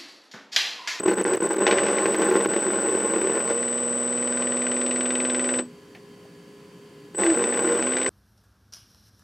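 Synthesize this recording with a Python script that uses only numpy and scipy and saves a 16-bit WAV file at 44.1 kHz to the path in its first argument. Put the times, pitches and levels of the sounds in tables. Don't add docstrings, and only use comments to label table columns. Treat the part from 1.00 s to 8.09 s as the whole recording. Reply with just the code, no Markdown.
import sys
import numpy as np
from scipy import signal
from scipy.fft import rfft, irfft, next_fast_len
from scipy.io import wavfile
from scipy.ndimage import map_coordinates

SR = 44100
rng = np.random.default_rng(int(sys.argv[2]) if len(sys.argv) > 2 else 0)


def generate_wav(signal):
    frames = np.transpose(np.atleast_2d(signal))
    scaled = np.clip(frames, -1, 1) * 32767
    pcm = np.round(scaled).astype(np.int16)
    wavfile.write(sys.argv[1], SR, pcm)


N = 312757

# open_s, close_s, tight_spot_s (a moment when the coupling passes it)
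RUNS = [(-.1, 4.595, 3.6186), (6.142, 7.2, 6.9675)]
# time_s, commutation_hz
SPEED = [(.55, 185), (.7, 212), (1.45, 210), (1.7, 223), (2.42, 230), (2.52, 233), (2.6, 239.5),
         (3.1, 242.3), (4.2, 248.4), (4.6, 250), (4.75, 240), (6.15, 370), (6.25, 340), (6.33, 323),
         (6.355, 241), (6.45, 237), (6.5, 244), (6.62, 239), (6.8, 237.5), (6.86, 251), (7.09, 258)]
# start_s, end_s, depth_db
STUTTERS = [(.009, .029, 22), (.049, .056, 16), (.07, .078, 14.5), (.118, .136, 12.5), (.146, .155, 27),
            (.155, .17, 7.5), (.217, .234, 26.5), (.247, .256, 25.5), (.353, .368, 28), (.376, .402, 16),
            (.416, .425, 21.5), (.47, .489, 14.5), (.501, .506, 17), (.538, .559, 17.5), (.568, .581, 23),
            (.596, .601, 24.5), (1.146, 1.161, 17.5), (1.177, 1.182, 13), (1.307, 1.32, 19.5),
            (1.326, 1.334, 13.5), (1.35, 1.355, 10), (1.455, 1.469, 21.5), (1.48, 1.487, 20)]
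# start_s, end_s, depth_db
LULLS = [(0.01, 0.034, 14), (0.041, 0.057, 13.5), (0.069, 0.07, 18.5), (0.144, 0.172, 10),
         (0.226, 0.259, 9.5), (0.362, 0.375, 6.5), (0.381, 0.403, 16.5), (0.411, 0.418, 16),
         (0.474, 0.502, 7), (0.547, 0.562, 8), (0.575, 0.583, 14), (0.595, 0.605, 7.5), (1.164, 1.18, 6),
         (1.466, 1.486, 9.5)]
POLE_SWING = [(4, 0.071), (8, 0.09), (10, 0.094), (12, 0.031)]
# shaft_order, relative_db
ROTOR_ORDERS = [(6, -34), (9, -29), (10, -25), (13, -17), (16, -9), (17, -13.5), (18, -8.5), (23, -19),
                (25, -18), (27, -19), (29, -21), (30, -14.5), (32, -19.5), (36, -14.5), (37, -17),
                (39, -21), (48, -16.5), (49, -20), (50, -21.5), (58, -21.5), (60, -23.5)]
# centre_hz, width_hz, lift_db
MOUNT_MODES = [(248.5, 15, 9), (327, 48, 22), (472.2, 19.4, 6.5)]
# centre_hz, width_hz, lift_db
HULL_MODES = [(117, 19, 10.5), (160, 15, -5.5), (193, 21, 7.5), (205.2, 16, 6), (323.3, 19, 11.5),
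              (374.7, 54.6, 10.5), (468.3, 46, 10), (559.7, 35, 8.5), (659, 14, 1.5), (830, 60, 8.5),
              (1066, 85, 8.5), (1198, 24, 5.5), (1430, 140, 9), (1570, 103, 9.5), (1758, 64, 7),
              (1950, 79, 4.5), (2160, 190, 0.5), (2593, 26, 7.5), (2810, 56, 3), (3013, 90, 4.5),
              (3560, 150, 6.5), (3800, 100, 5.5), (4324, 76, 7), (4515, 68, 3), (4810, 80, 5),
              (5390, 95, 5), (5880, 63, 5), (9200, 230, -1)]
# time_s, rattle_db
RATTLE_LEVEL = [(0, -23), (.55, -23.5), (.9, -27.5), (1.25, -21.5), (1.6, -28), (2.4, -29), (2.45, -34),
                (2.51, -29.5), (2.63, -50.5), (3.7, -49.5), (4.6, -43), (6.24, -28), (6.32, -35.5),
                (6.37, -27.5), (6.45, -27), (6.52, -33), (6.62, -27.5), (6.79, -26), (6.85, -37),
                (7.09, -34.5)]
# middle_s, length_s, lift_db
RASPS = [(2.505, 0.029, 8), (3.414, 0.034, 4), (4.595, 0.0098, 4.5)]
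# pitch_hz, level_db
ROOM_TONES = [(172.3, -60), (290.7, -58.5), (409.1, -52.5), (468.3, -67.5), (527.6, -63.5), (995.9, -67.5),
              (1055, -69), (1696, -70), (1992, -77), (2116, -76.5), (3149, -73.5), (4506, -72.5),
              (4678, -75), (5033, -82.5)]
# time_s, clack_relative_db, thump_relative_db
HARD_SNAPS = [(.06, -25, -11.5), (.082, -21, -7.5), (.251, -19, -9.5), (.335, -17.5, -17), (.424, -38, -10),
              (.621, -24, -7.5), (.667, -3.5, -24), (.677, -9.5, -12), (.711, -4.5, -9), (.726, -12, -6.5),
              (.775, -20, -23), (.784, -10.5, -24), (.833, -21, -32), (.866, -14, -26), (.884, -15, -13),
              (.902, -25, -11.5), (.929, -21, -13), (.984, -14, -26), (1.057, -13, -10),
              (1.145, -17.5, -22), (1.219, -15, -10), (1.314, -25, -9.5), (1.355, -28, -2.5),
              (1.364, -17.5, -21), (1.409, -21.5, -18), (1.449, -18.5, -15), (1.459, -32, -4),
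              (1.536, -19, -17), (1.564, -18, -8.5), (1.584, -33, -14), (1.623, -34, -24),
              (1.666, -24, -12), (1.704, -28, -13), (1.733, -27, -13), (1.761, -31, -13.5),
              (1.787, -33, -11.5), (1.814, -41, -18), (1.86, -28, -12), (1.886, -25, -12),
              (1.926, -28, -19), (1.951, -34, -10), (1.977, -31, -11), (2.003, -24, -19),
              (2.048, -26.5, -12.5), (2.101, -25, -13.5), (2.137, -23.5, -11.5), (2.162, -28, -12),
              (2.216, -20.5, -13.5), (2.247, -32, -13), (2.271, -22.5, -15), (2.298, -25.5, -10),
              (2.354, -24, -22), (2.378, -22.5, -16), (2.404, -21, -14.5), (2.477, -21.5, -27),
              (2.63, -28, -33), (3.422, -26.5, -30), (4.597, -31, -15), (6.148, -32, -22),
              (6.197, -29, -18), (6.235, -17, -18), (6.264, -15, -35), (6.3, -17, -35), (6.345, -22, -21),
              (6.374, -28.5, -11.5), (6.422, -27, -13), (6.44, -16.5, -11.5), (6.525, -19, -22),
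              (6.541, -19, -31), (6.572, -19, -28), (6.592, -25, -11), (6.647, -24, -12.5),
              (6.675, -25, -15), (6.691, -19, -29), (6.722, -18.5, -22), (6.751, -20, -15),
              (6.792, -24, -16), (6.825, -16, -18), (6.868, -18.5, -31), (6.968, -13, -37),
              (7.063, -14.5, -18)]
# time_s, relative_db
TICK_LEVEL = [(.75, -36), (2.4, -46.5), (2.6, -40), (2.95, -44.5), (3.3, -39), (4.1, -34), (4.6, -33.5),
              (6.2, -38.5), (6.78, -40.5), (6.9, -33.5), (7.09, -32.5)]
# angle_turns, relative_db, loose_change_db
CONTACTS = [(0, 2, -6.5), (.09, -10.5, -5), (.35, -14, 10), (.68, -18, 8)]
# time_s, knock_db, click_db
TAPS = [(4.949, -45, -42.5), (5.25, -51, -66)]

# frequency_hz, relative_db
SWITCHING_EQ = [(4000, -50.5), (7400, -5), (8000, 0.5), (8700, -26.5), (10000, -47.5), (12000, -26),
                (13500, 9), (15800, 6)]
SIZZLE_EQ = [(2000, -35.0), (6000, 1.5), (15800, -10.5)]
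KNOCK_EQ = [(30, -53), (85, -46.5), (130, -23.5), (180, -11.5), (290, -3), (400, 0.5), (520, -5.5),
            (720, -15.5), (950, -10), (1300, -18.5), (2100, -24.5), (3000, -30), (4100, -47.5),
            (6300, -44.5), (10000, -74)]
GRIT_EQ = [(30, -59), (300, -18), (700, 9.5), (1400, 4), (2000, 2.5), (2700, -4), (4200, -13), (6300, -12),
           (9500, -47.5)]
RUB_EQ = [(30, -46), (70, -29.5), (120, -16), (200, -8.5), (370, -7.5), (500, 3.5), (620, 5.5), (850, -7),
          (1200, -6), (1500, -13), (2100, -11), (3000, -16), (4000, -23), (6300, -23), (10000, -74.5)]
ROOM_EQ = [(25, -32), (60, -24), (110, -11), (170, -1.5), (230, -4), (330, -9), (420, -7), (620, -21),
           (1000, -22), (2500, -25), (3050, -23), (3400, -29), (4300, -31), (4620, -23), (4900, -31),
           (7200, -32), (11000, -37), (15800, -46)]
RUMBLE_EQ = [(30, -8.5), (300, 2.5), (1500, -2), (15000, -22.0)]
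CLACK_EQ = [(30, -67), (150, -25.5), (600, 7), (1300, -0.5), (2000, 9.5), (2900, 3), (4200, -9.5),
            (6300, -9), (9500, -39), (12000, -56.5)]
TICK_EQ = [(30, -51.5), (150, -28), (600, -3), (1300, -0.5), (2000, 7), (2900, 4), (4200, -6), (6300, -11),
           (9500, -48.5), (12000, -44)]
TAP_KNOCK_EQ = [(300, -36), (600, -3.5), (730, -1), (900, -16), (2000, -38.5)]
TAP_CLICK_EQ = [(1200, -25), (1900, 5), (2600, -2), (3500, -10), (6000, -19), (10000, -44.5)]

STEPS_PER_TURN, CRUISE_HZ = 12, 245
SWITCHING_HZ, TOP_HZ = 8034, 15850
SPIN_LAG_S, SPIN_ATTACK_S = 0.027, 0.03
COAST_DB_PER_S, RIPPLE_COAST_DB_PER_S = 348, 144
CATCH_S, CATCH_DB, CATCH_DECAY_S = 0.68, 9, 0.3


def amp(db):
    return 10 ** (np.asarray(db) / 20)


def unit(x):
    return x / np.sqrt(np.mean(x ** 2) + 1e-20)


def clock():
    return np.arange(N) / SR


def noise():
    return rng.standard_normal(N)


def curve(rows):
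    return np.interp(clock(), *np.transpose(rows))


def wobble(rate_hz):
    return map_coordinates(rng.standard_normal(int(N * rate_hz / SR) + 4), [clock() * rate_hz])


def bell(x, centre, width):
    return 2 ** -np.minimum((2 * (x - centre) / width) ** 2, 20)


def lift_db(x, bumps):
    return sum(db * bell(x, centre, width) for centre, width, db in bumps)


def dips(rows, edge_s=0.008):
    t = clock()
    return amp(-sum(db * np.clip(np.minimum(t - start, end - t) / edge_s + .5, 0, 1)
                    for start, end, db in rows))


def filtered(x, response):
    size = next_fast_len(N + SR // 2)
    return irfft(rfft(x, size) * response(np.fft.rfftfreq(size, 1 / SR)), size)[..., :N]


def coloured(x, outline, modes=()):
    size = 16384
    hz = np.fft.rfftfreq(size, 1 / SR)
    knot_hz, knot_db = np.transpose(outline)
    gain_db = np.interp(np.log(hz + 1), np.log(knot_hz), knot_db) + lift_db(hz, modes)
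    cepstrum = irfft(np.log(amp(gain_db)))
    causal_fold = np.r_[1, np.full(size // 2 - 1, 2), 1, np.zeros(size // 2 - 1)]
    kernel = irfft(np.exp(rfft(cepstrum * causal_fold)))
    return signal.fftconvolve(x, kernel / np.linalg.norm(kernel))[:N]


def impulses(times_s, sizes):
    return np.bincount(np.clip(np.round(times_s * SR).astype(int), 0, N), sizes, N + 1)[:N]


def random_times(rate_hz):
    position, luck = rng.random(size=(400, 2)).T
    at = (position * N).astype(int)
    return at[luck < rate_hz[at] * N / SR / len(at)] / SR


def running(lag_s=SPIN_LAG_S, attack_s=SPIN_ATTACK_S, release_db_per_s=COAST_DB_PER_S):
    t = clock()
    return sum(np.clip((t - on - lag_s) / attack_s, 0, 1) * amp(-release_db_per_s * np.maximum(t - off, 0))
               for on, off, _ in RUNS)


def shaft_turns(speed_hz):
    open_s, _, tight_s = np.transpose(RUNS)
    turns = np.cumsum(speed_hz) / SR / STEPS_PER_TURN
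    run = np.searchsorted(open_s, clock()) - 1
    return turns - np.interp(tight_s, clock(), turns)[run]


def shaft_tone(turns, order):
    return np.sin(2 * np.pi * (order * turns + rng.random()))


def roughness(turns, fresh):
    size = 2048
    ring = irfft(np.exp(2j * np.pi * rng.random(size // 2 + 1)))
    repeating = map_coordinates(ring, [turns % 1 * size], mode="grid-wrap")
    return unit(unit(repeating) + fresh * noise())


def whine(turns, speed_hz, unrest, torque, current):
    gate = running(lag_s=0, attack_s=0.063, release_db_per_s=432)
    level_db = -27.5 + 5 * np.log2(speed_hz / CRUISE_HZ)
    swing = sum(depth * shaft_tone(turns, order) for order, depth in POLE_SWING)
    flutter = unrest * (0.3 * wobble(480) + 0.14 * wobble(32))
    carrier = np.sin(2 * np.pi * SWITCHING_HZ * clock() + 0.27 * unrest * wobble(540))
    tone = np.sqrt(2) * current * (1 + swing + flutter) * carrier
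    hiss = torque * (amp(-37.5) + amp(-29) * unrest) * coloured(noise(), SWITCHING_EQ)
    sizzle = amp(-20) * torque * (1 - current) * coloured(noise(), SIZZLE_EQ)
    return amp(level_db) * gate * (tone + hiss + sizzle)


def rattle(turns, rattle_db, grit_db=-12.5, grit_t60_s=0.016):
    at = np.flatnonzero(np.diff(np.floor(turns * STEPS_PER_TURN)) > 0)
    jitter, spread, polarity = rng.standard_normal((len(at), 3)).T
    force_db = 1.4 * spread + 1.9 * np.cos(2 * np.pi * 2 * turns[at])
    knocks = impulses(at / SR + .0004 * jitter, np.sign(polarity + .3) * amp(force_db))
    fade = amp(-60 * np.arange(SR // 20) / SR / grit_t60_s)
    scrape = signal.fftconvolve(np.abs(knocks), fade)[:N] * noise()
    body = unit(coloured(unit(knocks) + 0.55 * unit(scrape), KNOCK_EQ, HULL_MODES))
    grit = unit(coloured(scrape, GRIT_EQ, HULL_MODES))
    return (body + amp(grit_db) * grit) * amp(rattle_db)


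def hum(turns, speed_hz, unrest, firm_range_hz=3):
    loose = np.minimum(unrest, 1)
    turns = turns + 0.0025 * loose * wobble(110)
    ripple_db = -39.5 + lift_db(speed_hz, MOUNT_MODES) - 4.5 * loose
    octave_db = -39.5 + lift_db(2 * speed_hz, MOUNT_MODES) * (1 + 1.6 * loose)
    ripple = amp(ripple_db) * shaft_tone(turns, STEPS_PER_TURN)
    octave = amp(octave_db) * shaft_tone(turns, 2 * STEPS_PER_TURN)
    firmness = np.clip((speed_hz - CRUISE_HZ) / firm_range_hz, -1, 1)
    orders = sum(amp(db + 1.3 * wobble(9)) * shaft_tone(turns, order) for order, db in ROTOR_ORDERS)
    orders *= amp(-35.5 + 2.5 * firmness - 9.5 * loose)
    ripple_gate = running(release_db_per_s=RIPPLE_COAST_DB_PER_S)
    return np.sqrt(2) * (ripple * ripple_gate + (octave + orders) * running())


def bearings(turns, speed_hz, unrest):
    t, loose = clock(), np.minimum(unrest, 1)
    grind_db = CATCH_DB * (t > CATCH_S) * np.exp(-np.abs(t - CATCH_S) / CATCH_DECAY_S)
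    rub_db = -31 + 6.5 * np.log2(speed_hz / CRUISE_HZ) + grind_db + lift_db(t, RASPS) - 4.5 * loose
    pressure = 1 + (0.058 + .5 * loose) * np.sin(2 * np.pi * STEPS_PER_TURN * turns)
    friction = pressure * roughness(turns, fresh=0.43 + 1.64 * unrest)
    return amp(rub_db) * unit(coloured(friction, RUB_EQ, HULL_MODES))


def room():
    tones = sum(amp(db + 0.9 * wobble(4)) * np.sin(2 * np.pi * (hz * clock() + rng.random()))
                for hz, db in ROOM_TONES)
    air = amp(-50) * coloured(noise(), ROOM_EQ)
    rumble = amp(-65) * coloured(noise(), RUMBLE_EQ)
    return np.sqrt(2) * tones + air + np.array([rumble, -rumble])


def metal_contacts(times_s, sizes, grain, outline, crack_t60_s, tail_t60_s, tail_db):
    t = np.arange(SR // 4) / SR
    fade = amp(-60 * t / crack_t60_s) + amp(tail_db - 60 * t / tail_t60_s)
    envelope = signal.fftconvolve(impulses(times_s, sizes), fade)[:N]
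    return coloured(envelope * np.sign(grain), outline, HULL_MODES)


def clacks(unrest, light_rate_hz=45):
    light_s = random_times(light_rate_hz * np.minimum(unrest, 1))
    force_db = 20 * np.log10(unrest[(light_s * SR).astype(int)] + 1e-6)
    force_db -= 1.5 * rng.standard_normal(len(light_s))
    light_snaps = np.c_[light_s, force_db - 28, force_db - 27.5]
    jerks = [(end_s, -42.5, -21.5) for _, end_s, _ in LULLS]
    times_s, clack_db, thump_db = np.vstack([HARD_SNAPS, jerks, light_snaps]).T
    metal = metal_contacts(times_s, amp(clack_db - 8.5), noise(), CLACK_EQ,
                           crack_t60_s=0.0074, tail_t60_s=0.056, tail_db=-4)
    thump = coloured(impulses(times_s, amp(thump_db + 14.5)), KNOCK_EQ, HULL_MODES)
    return metal + thump


def ticks(turns, unrest, fully_loose_unrest=.25):
    tick_db = curve(TICK_LEVEL) + 9
    loose = np.minimum(unrest / fully_loose_unrest, 1)
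    driven = (clock() > CATCH_S) & (running(lag_s=0) > .5)
    times_s, sizes = [], []
    for angle_turns, db, loose_db in CONTACTS:
        at = np.flatnonzero((np.diff(np.floor(turns - angle_turns)) > 0) & driven[1:])
        jitter, spread = rng.standard_normal((len(at), 2)).T
        times_s.append(at / SR + 0.001 * loose[at] * jitter)
        sizes.append(amp(tick_db[at] + db + loose_db * loose[at] + (.5 + loose[at]) * spread))
    times_s, sizes = np.concatenate(times_s), np.concatenate(sizes)
    metal = metal_contacts(times_s, sizes, roughness(turns, fresh=.9), TICK_EQ,
                           crack_t60_s=0.0095, tail_t60_s=0.065, tail_db=-10)
    thump = coloured(impulses(times_s, amp(4) * sizes), KNOCK_EQ, HULL_MODES)
    return metal + thump


def taps(t60_s=0.092):
    times_s, knock_db, click_db = np.transpose(TAPS)
    fade = amp(-60 * np.arange(SR // 4) / SR / t60_s)
    burst = lambda db: signal.fftconvolve(impulses(times_s, amp(db)), fade)[:N] * noise()
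    return coloured(burst(knock_db), TAP_KNOCK_EQ) + coloured(burst(click_db), TAP_CLICK_EQ)


def stereo_side(hz, delay_s=.0008):
    treble_width = amp(-26) * 1j * hz / (hz + 2200)
    delayed_copy = amp(-45) * np.exp(-2j * np.pi * hz * delay_s)
    return treble_width + delayed_copy


def scene():
    speed_hz, rattle_db = curve(SPEED), curve(RATTLE_LEVEL)
    unrest = amp(rattle_db + 22)
    rotor_turns = shaft_turns(speed_hz)
    turns = rotor_turns + .012 * unrest * wobble(14)
    spinning = running()
    current, contact = dips(STUTTERS), dips(LULLS)
    torque = amp(np.minimum(unrest, 1)) * contact
    drive = hum(rotor_turns, speed_hz, unrest)
    drive += spinning * (bearings(turns, speed_hz, unrest) + ticks(turns, unrest) + rattle(turns, rattle_db))
    motor = whine(turns, speed_hz, unrest, torque, current) + torque * drive
    motor += clacks(spinning * unrest * contact ** 2)
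    side = filtered(motor, stereo_side)
    return motor + np.array([side, -side]) + taps() + room()


def record(dry):
    return filtered(dry, lambda hz: hz < TOP_HZ)


dry = scene()
out = record(dry)
generate_wav(out)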